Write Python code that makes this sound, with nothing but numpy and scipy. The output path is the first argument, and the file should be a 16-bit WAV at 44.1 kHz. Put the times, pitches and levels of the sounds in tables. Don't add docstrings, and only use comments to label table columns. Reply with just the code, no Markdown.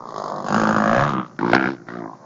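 import sys
import numpy as np
from scipy import signal
from scipy.fft import rfft, irfft, next_fast_len
from scipy.io import wavfile
from scipy.ndimage import uniform_filter1d

SR = 44100
rng = np.random.default_rng(int(sys.argv[2]) if len(sys.argv) > 2 else 0)


def to_wav(sig):
    pcm = np.clip(np.atleast_2d(sig), -1, 1) * 32767
    pcm = np.round(pcm).astype(np.int16)
    wavfile.write(sys.argv[1], SR, pcm.T)


N = 99225


def amp(db):
    return 10 ** (np.asarray(db) / 20)


def unit(x):
    return x / np.sqrt(np.mean(x ** 2) + 1e-20)


def curves(rows):
    s, *cols = np.transpose(rows)
    return [np.interp(np.arange(N) / SR, s, c) for c in cols]


def filtered(x, response):
    m = 2 * next_fast_len(N // 2 + 8192)
    return irfft(rfft(x, m) * response(np.fft.rfftfreq(m, 1 / SR)), m)[..., :N]


def coloured(x, points):
    def response(hz):
        f, db = np.transpose(points)
        gain = amp(np.interp(np.log(hz + 1), np.log(f + 1), db))
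        cep = irfft(np.log(gain))
        cep[1:len(cep) // 2] *= 2
        cep[len(cep) // 2 + 1:] = 0
        return np.exp(rfft(cep))
    return filtered(x, response)


def blend(sounds, moments):
    t = np.arange(N) / SR
    moments = np.sort(moments)
    return sum(x * np.interp(t, moments, w) for x, w in zip(sounds, np.eye(len(sounds))))


def firings(speed, span, scatter_db, jitter_s):
    t = np.arange(N) / SR
    turns = np.cumsum(curves(speed)[0]) / SR
    first, last = np.interp(span, t, turns)
    times = np.interp(np.arange(first, last), turns, t)
    chance = rng.standard_normal((len(times), 2))
    jittered = times + jitter_s * chance[:, 0]
    at = np.clip(np.round(jittered * SR).astype(int), 0, N - 1)
    return np.bincount(at, amp(scatter_db * chance[:, 1]), N)


def scatter(x, decay_s, count=14):
    t = np.arange(SR // 20) / SR
    tails = rng.standard_normal((count, len(t))) * np.exp(-t / decay_s) * (t > .001)
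    tails /= np.linalg.norm(tails, axis=1, keepdims=True)
    reflected = signal.fftconvolve(x[None], tails, axes=1)[:, :N]
    return unit(blend(reflected, np.linspace(0, N / SR, count))) * np.std(x)


def puffs(pulses, rise_s, decay_s, tail_db, tail_s):
    t = np.arange(SR // 16) / SR
    fall = np.exp(-t / decay_s) + amp(tail_db) * np.exp(-t / tail_s)
    shape = (1 - np.exp(-t / rise_s)) * fall
    envelope = signal.fftconvolve(pulses, shape / np.linalg.norm(shape))[:N]
    return envelope * rng.standard_normal(N)


def echo(x, delay_s, gain):
    return filtered(x, lambda f: 1 + gain * np.exp(-2j * np.pi * f * delay_s))


def pipe(x, modes, delay_s, high_hz=430):
    def response(f):
        modal = sum(amp(db) * 1j * f * w / (c * c - f * f + 1j * f * w) for c, w, db in modes)
        return np.exp(-2j * np.pi * f * delay_s) * modal
    high_cut = signal.butter(2, high_hz, fs=SR, output="sos")
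    return signal.sosfilt(high_cut, filtered(x, response))


def steady(x, span, size=2400):
    t = np.arange(N) / SR
    on = 1. * ((t > span[0]) & (t < span[1]))

    def smooth(v):
        return np.abs(uniform_filter1d(uniform_filter1d(v, size), size))

    power = smooth(on * x * x) + 1e-6 * np.mean(x * x)
    return x * np.sqrt((smooth(on) + 1e-6) / power)


def exhaust(layers, level, span, trims_db, low_hz=102):
    low_cut = signal.butter(N=7, Wn=low_hz, btype="high", fs=SR, output="sos")
    total = 0
    for x, db, trim in zip(layers, curves(level), trims_db):
        total = total + amp(db + trim) * steady(signal.sosfilt(low_cut, x), span)
    return total


def track_noise():
    # (frequency [Hz], relative level [dB])
    track_colour = [(25, -15), (70, -21), (130, 25.5), (300, 15), (450, 7.5), (750, 7), (1300, 4.5),
                    (2000, -5), (3000, -25), (4500, -9), (5700, -5.5), (6700, -7.5), (7400, -18.5),
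                    (8200, -79.5)]
    return amp(-48.5) * unit(coloured(rng.standard_normal(N), track_colour))


def far_bike():
    # (time [s], firing rate [1/s])
    far_speed = [(0, 50.5), (.5, 53), (1.3, 52), (2.25, 74)]
    # (time [s], level [dB])
    far_level = [(0, -52), (.3, -31), (.6, -39.5), (1.2, -43), (1.35, -58), (1.8, -57.5), (2.18, -50),
                 (2.25, -45.5)]
    # (frequency [Hz], relative level [dB])
    far_colour = [(80, -50.5), (160, 2), (260, 0.5), (430, -7.5), (560, 4.5), (800, 0.5), (1200, -4),
                  (1700, -17), (2600, -66)]
    # (first, last moment [s])
    whole_span = (0, 2.25)
    pulses = firings(far_speed, whole_span, scatter_db=1.0, jitter_s=.0001)
    smeared = pulses + amp(5.5) * scatter(pulses, decay_s=0.0084)
    return amp(curves(far_level)[0]) * unit(coloured(smeared, far_colour))


def wake():
    # (time [s], level [dB])
    wake_level = [(0, -60), (.45, -63), (.52, -48), (.85, -49.5), (1.0, -30), (1.1, -48), (1.3, -70),
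                  (1.45, -60), (1.56, -66), (1.8, -61), (2.25, -73)]
    # (frequency [Hz], relative level [dB])
    wake_colour = [(20, 13.5), (40, -5), (90, 7.5), (130, 12), (300, -76.5)]
    return amp(curves(wake_level)[0]) * unit(coloured(rng.standard_normal(N), wake_colour))


def passing_bike():
    # (time [s], firing rate [1/s])
    speed = [(0, 60.5), (.095, 60.5), (.125, 53), (.22, 50.3), (.42, 48), (.521, 49.85), (.573, 57.55),
             (.625, 53.28), (.754, 55.1), (.779, 52.08), (.908, 55.2), (1.037, 72.91), (1.089, 74.07),
             (1.141, 64.32), (1.347, 57.75)]
    # (first, last moment [s])
    span = (.0054, 1.38)
    # (time [s], boom level [dB], bark level [dB], rasp level [dB])
    level = [(0.02, -47.5, -37, -62), (0.034, -47.5, -34.5, -67), (0.082, -46, -36, -52.5),
             (0.198, -47.5, -27.5, -43.5), (0.44, -34.5, -32.5, -51.5), (0.47, -37.5, -26.5, -41.5),
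             (0.53, -20.5, -20, -36.5), (0.818, -21, -19.5, -43), (1.0, -22.5, -16.5, -39),
             (1.138, -25, -26.5, -46), (1.194, -23, -25, -76.5), (1.266, -44.5, -42.5, -64),
             (1.276, -48, -52, -57), (1.306, -47, -50, -89), (1.352, -47, -59, -96), (1.36, -68, -55, -69)]
    # (frequency [Hz], relative level [dB])
    bark_front = [(150, -25.5), (400, 4.5), (550, 1.5), (800, 4.5), (1150, 9.5), (1400, -10), (1800, -23.5),
                  (2500, -47.5), (5000, -57.5)]
    bark_side = [(150, -30), (380, -9.5), (500, 1.5), (680, -4.5), (900, -1), (1200, 1.5), (1600, -1),
                 (2050, -25), (3000, -27), (6000, -53)]
    bark_behind = [(150, -36), (440, -20.5), (545, 8), (610, 0), (710, 8.5), (790, 0.5), (900, -2.5),
                   (1170, -4.5), (1400, -6), (1620, 2), (2100, -17.5), (3200, -25.5), (6000, -76)]
    bark_away = [(150, -27.5), (370, -13), (450, -19.5), (540, -13), (680, -7), (880, 2), (1080, 1.5),
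                 (1230, 7.5), (1400, -1), (1700, -9.5), (2200, -19), (3500, -19.5), (6000, -69)]
    bark_turns = [.38, 0.539, 0.759, 0.958, 1.138]
    # (frequency [Hz], width [Hz], relative level [dB])
    side_pipe = [(145.8, 16, -9), (210, 28, 4), (323, 47, -9)]
    rear_pipe = [(144.7, 30, 3), (215, 69, -2.5), (301, 23, -13)]
    away_pipe = [(130, 55, -13), (202, 50, 0.5), (310, 18, 0)]
    pipe_turns = [.9, 1.0, 1.08, 1.17]
    # (frequency [Hz], relative level [dB])
    rasp_front = [(1000, -10), (1900, 2), (2600, -22.5), (3300, -4), (4300, -1), (5200, 2), (5800, -11),
                  (6600, 0.5), (7400, -15.5), (8200, -52), (10500, -56.5)]
    rasp_side = [(1000, -21.5), (2000, -8), (2700, -1), (3800, -4.5), (5000, 1.5), (5800, -8), (6700, 3),
                 (7400, -14.5), (8200, -79.5), (9500, -25.5), (10500, -40)]
    rasp_behind = [(1000, -12), (2000, -0.5), (2800, -1.5), (3800, 2), (5000, -3), (5800, -5), (6700, -2),
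                   (7400, -18), (8200, -48), (10500, -54.5)]
    rasp_turns = [.42, .52, .76, .98]

    pulses = firings(speed, span, scatter_db=1.02, jitter_s=.00006)
    blast = echo(pulses, delay_s=0.00153, gain=0.19)
    blast = blast + amp(-7.5) * scatter(pulses, decay_s=0.0052)
    blast = blast + amp(-4.5) * puffs(pulses, rise_s=0.00074, decay_s=0.0009, tail_db=-12.5, tail_s=0.013)
    barks = (bark_front, bark_side, bark_behind, bark_away)
    front, side, behind, away = (coloured(blast, c) for c in barks)
    bark = blend([front, side, side, behind, away], bark_turns)

    push = pulses + amp(-9) * puffs(pulses, rise_s=0.0012, decay_s=0.0076, tail_db=-4, tail_s=0.024)
    near, rear, far = (pipe(push, modes, delay_s=0.0017) for modes in (side_pipe, rear_pipe, away_pipe))
    boom = blend([near, rear, rear, far], pipe_turns)

    uneven = pulses * amp(3.0 * rng.standard_normal(N))
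    gas = puffs(uneven, rise_s=0.00099, decay_s=0.0015, tail_db=-15.5, tail_s=.018)
    front, side, behind = (unit(coloured(gas, c)) for c in (rasp_front, rasp_side, rasp_behind))
    rasp = blend([front, side, side, behind], rasp_turns)
    return exhaust([boom, bark, rasp], level, span, trims_db=[.1, .1, -.3])


def following_bike():
    # (time [s], firing rate [1/s])
    speed = [(1.39, 46.99), (1.443, 59.63), (1.523, 56.01), (1.549, 64.69), (1.629, 66.44), (1.656, 58.69),
             (1.682, 68.27), (1.735, 67.24), (1.762, 56.81), (1.974, 60.05), (2.08, 51.68), (2.106, 56.82),
             (2.212, 45.14)]
    # (first, last moment [s])
    span = (1.3904, 2.25)
    # (time [s], boom level [dB], bark level [dB], rasp level [dB])
    level = [(1.4, -28, -25.5, -35), (1.436, -20, -25, -38.5), (1.528, -22.5, -24.5, -26),
             (1.534, -22, -12, -27), (1.542, -17, -17.5, -26.5), (1.548, -13, -13.5, -11),
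             (1.588, -22.5, -22.5, -40.5), (1.594, -24, -22.5, -35.5), (1.67, -21.5, -22, -30),
             (1.74, -30, -47, -41), (1.776, -48, -48.5, -60), (1.828, -40.5, -57, -77),
             (1.848, -55.5, -76, -93), (1.884, -39, -37, -40), (1.994, -30.5, -36.5, -46.5),
             (2.066, -34.5, -35, -73), (2.146, -52, -41, -52.5), (2.202, -57, -69, -67),
             (2.24, -67, -70, -61)]
    # (frequency [Hz], relative level [dB])
    bark_catch = [(200, -23.5), (450, -19.5), (600, -1), (850, -8.5), (1100, -9), (1430, 9.5), (1650, -3),
                  (1870, 4), (2200, -11), (2800, -33), (6000, -44)]
    bark_opening = [(200, -49), (420, 7.5), (580, -13), (900, 13), (1150, 12), (1400, 2.5), (1700, -6.5),
                    (2200, -7), (3000, -39), (6000, -68)]
    bark_open = [(200, -49.5), (450, 5), (560, 1.5), (720, 5.5), (1080, -6), (1400, 8.5), (1620, 5.5),
                 (1850, -3), (2150, -2), (3000, -15.5), (6000, -64.5)]
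    bark_easing = [(200, -20), (430, -32), (520, 2.5), (700, 7), (860, -23), (1170, 13.5), (1400, -2),
                   (2000, -4), (2600, -39), (6000, -68)]
    bark_shut = [(200, -34), (450, -18), (680, 4), (880, 2.5), (1060, 13), (1350, -17), (2000, -28),
                 (2600, -60.5), (6000, -53)]
    throttle_turns = [1.394, 1.422, 1.479, 1.538, 1.72, 1.885, 1.95, 2.1]
    # (frequency [Hz], width [Hz], relative level [dB])
    silencer = [(125, 10, -32.5), (195.2, 13, 6.5), (265.4, 48, 9), (329.8, 22.5, 12)]
    # (frequency [Hz], relative level [dB])
    rasp_colour = [(1000, 16), (2100, -2.5), (3000, -2), (3800, 1), (5300, -4), (6200, -12.5), (7000, -17),
                   (8200, -44.5), (10500, -79.5)]

    pulses = firings(speed, span, scatter_db=0.45, jitter_s=.00005)
    blast = echo(pulses, delay_s=0.00131, gain=0.54)
    blast = blast + amp(-10.5) * scatter(pulses, decay_s=0.012)
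    blast = blast + amp(-2) * puffs(pulses, rise_s=0.00058, decay_s=.0013, tail_db=-21, tail_s=.016)
    barks = (bark_catch, bark_opening, bark_open, bark_easing, bark_shut)
    catching, opening, wide, easing, shut = (coloured(blast, c) for c in barks)
    throttle = [catching, opening, opening, wide, wide, catching, easing, shut]
    bark = blend(throttle, throttle_turns)

    boom = pipe(pulses, silencer, delay_s=0.00094, high_hz=357)

    gas = amp(-29) * pulses + puffs(pulses, rise_s=0.0024, decay_s=0.001, tail_db=-20.5, tail_s=0.013)
    rasp = coloured(gas, rasp_colour)
    return exhaust([boom, bark, rasp], level, span, trims_db=[.1, .1, -.5])


def scene():
    mid = track_noise() + passing_bike() + following_bike() + far_bike() + wake()
    faint = coloured(mid, [(900, -79.5), (2000, -55.5), (3500, -21.5), (7000, -21)])
    side = filtered(faint, lambda f: np.exp(-2j * np.pi * f * .0012))
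    return np.array([mid + side, mid - side])


def record(dry):
    rounded = dry / (1 + np.abs(dry) ** 8) ** (1 / 8)
    top_hz = 10200
    return filtered(rounded, lambda hz: (hz < top_hz) * amp(np.interp(hz, [7400, 8000], [0, -7])))


dry = scene()
out = record(dry)
to_wav(out)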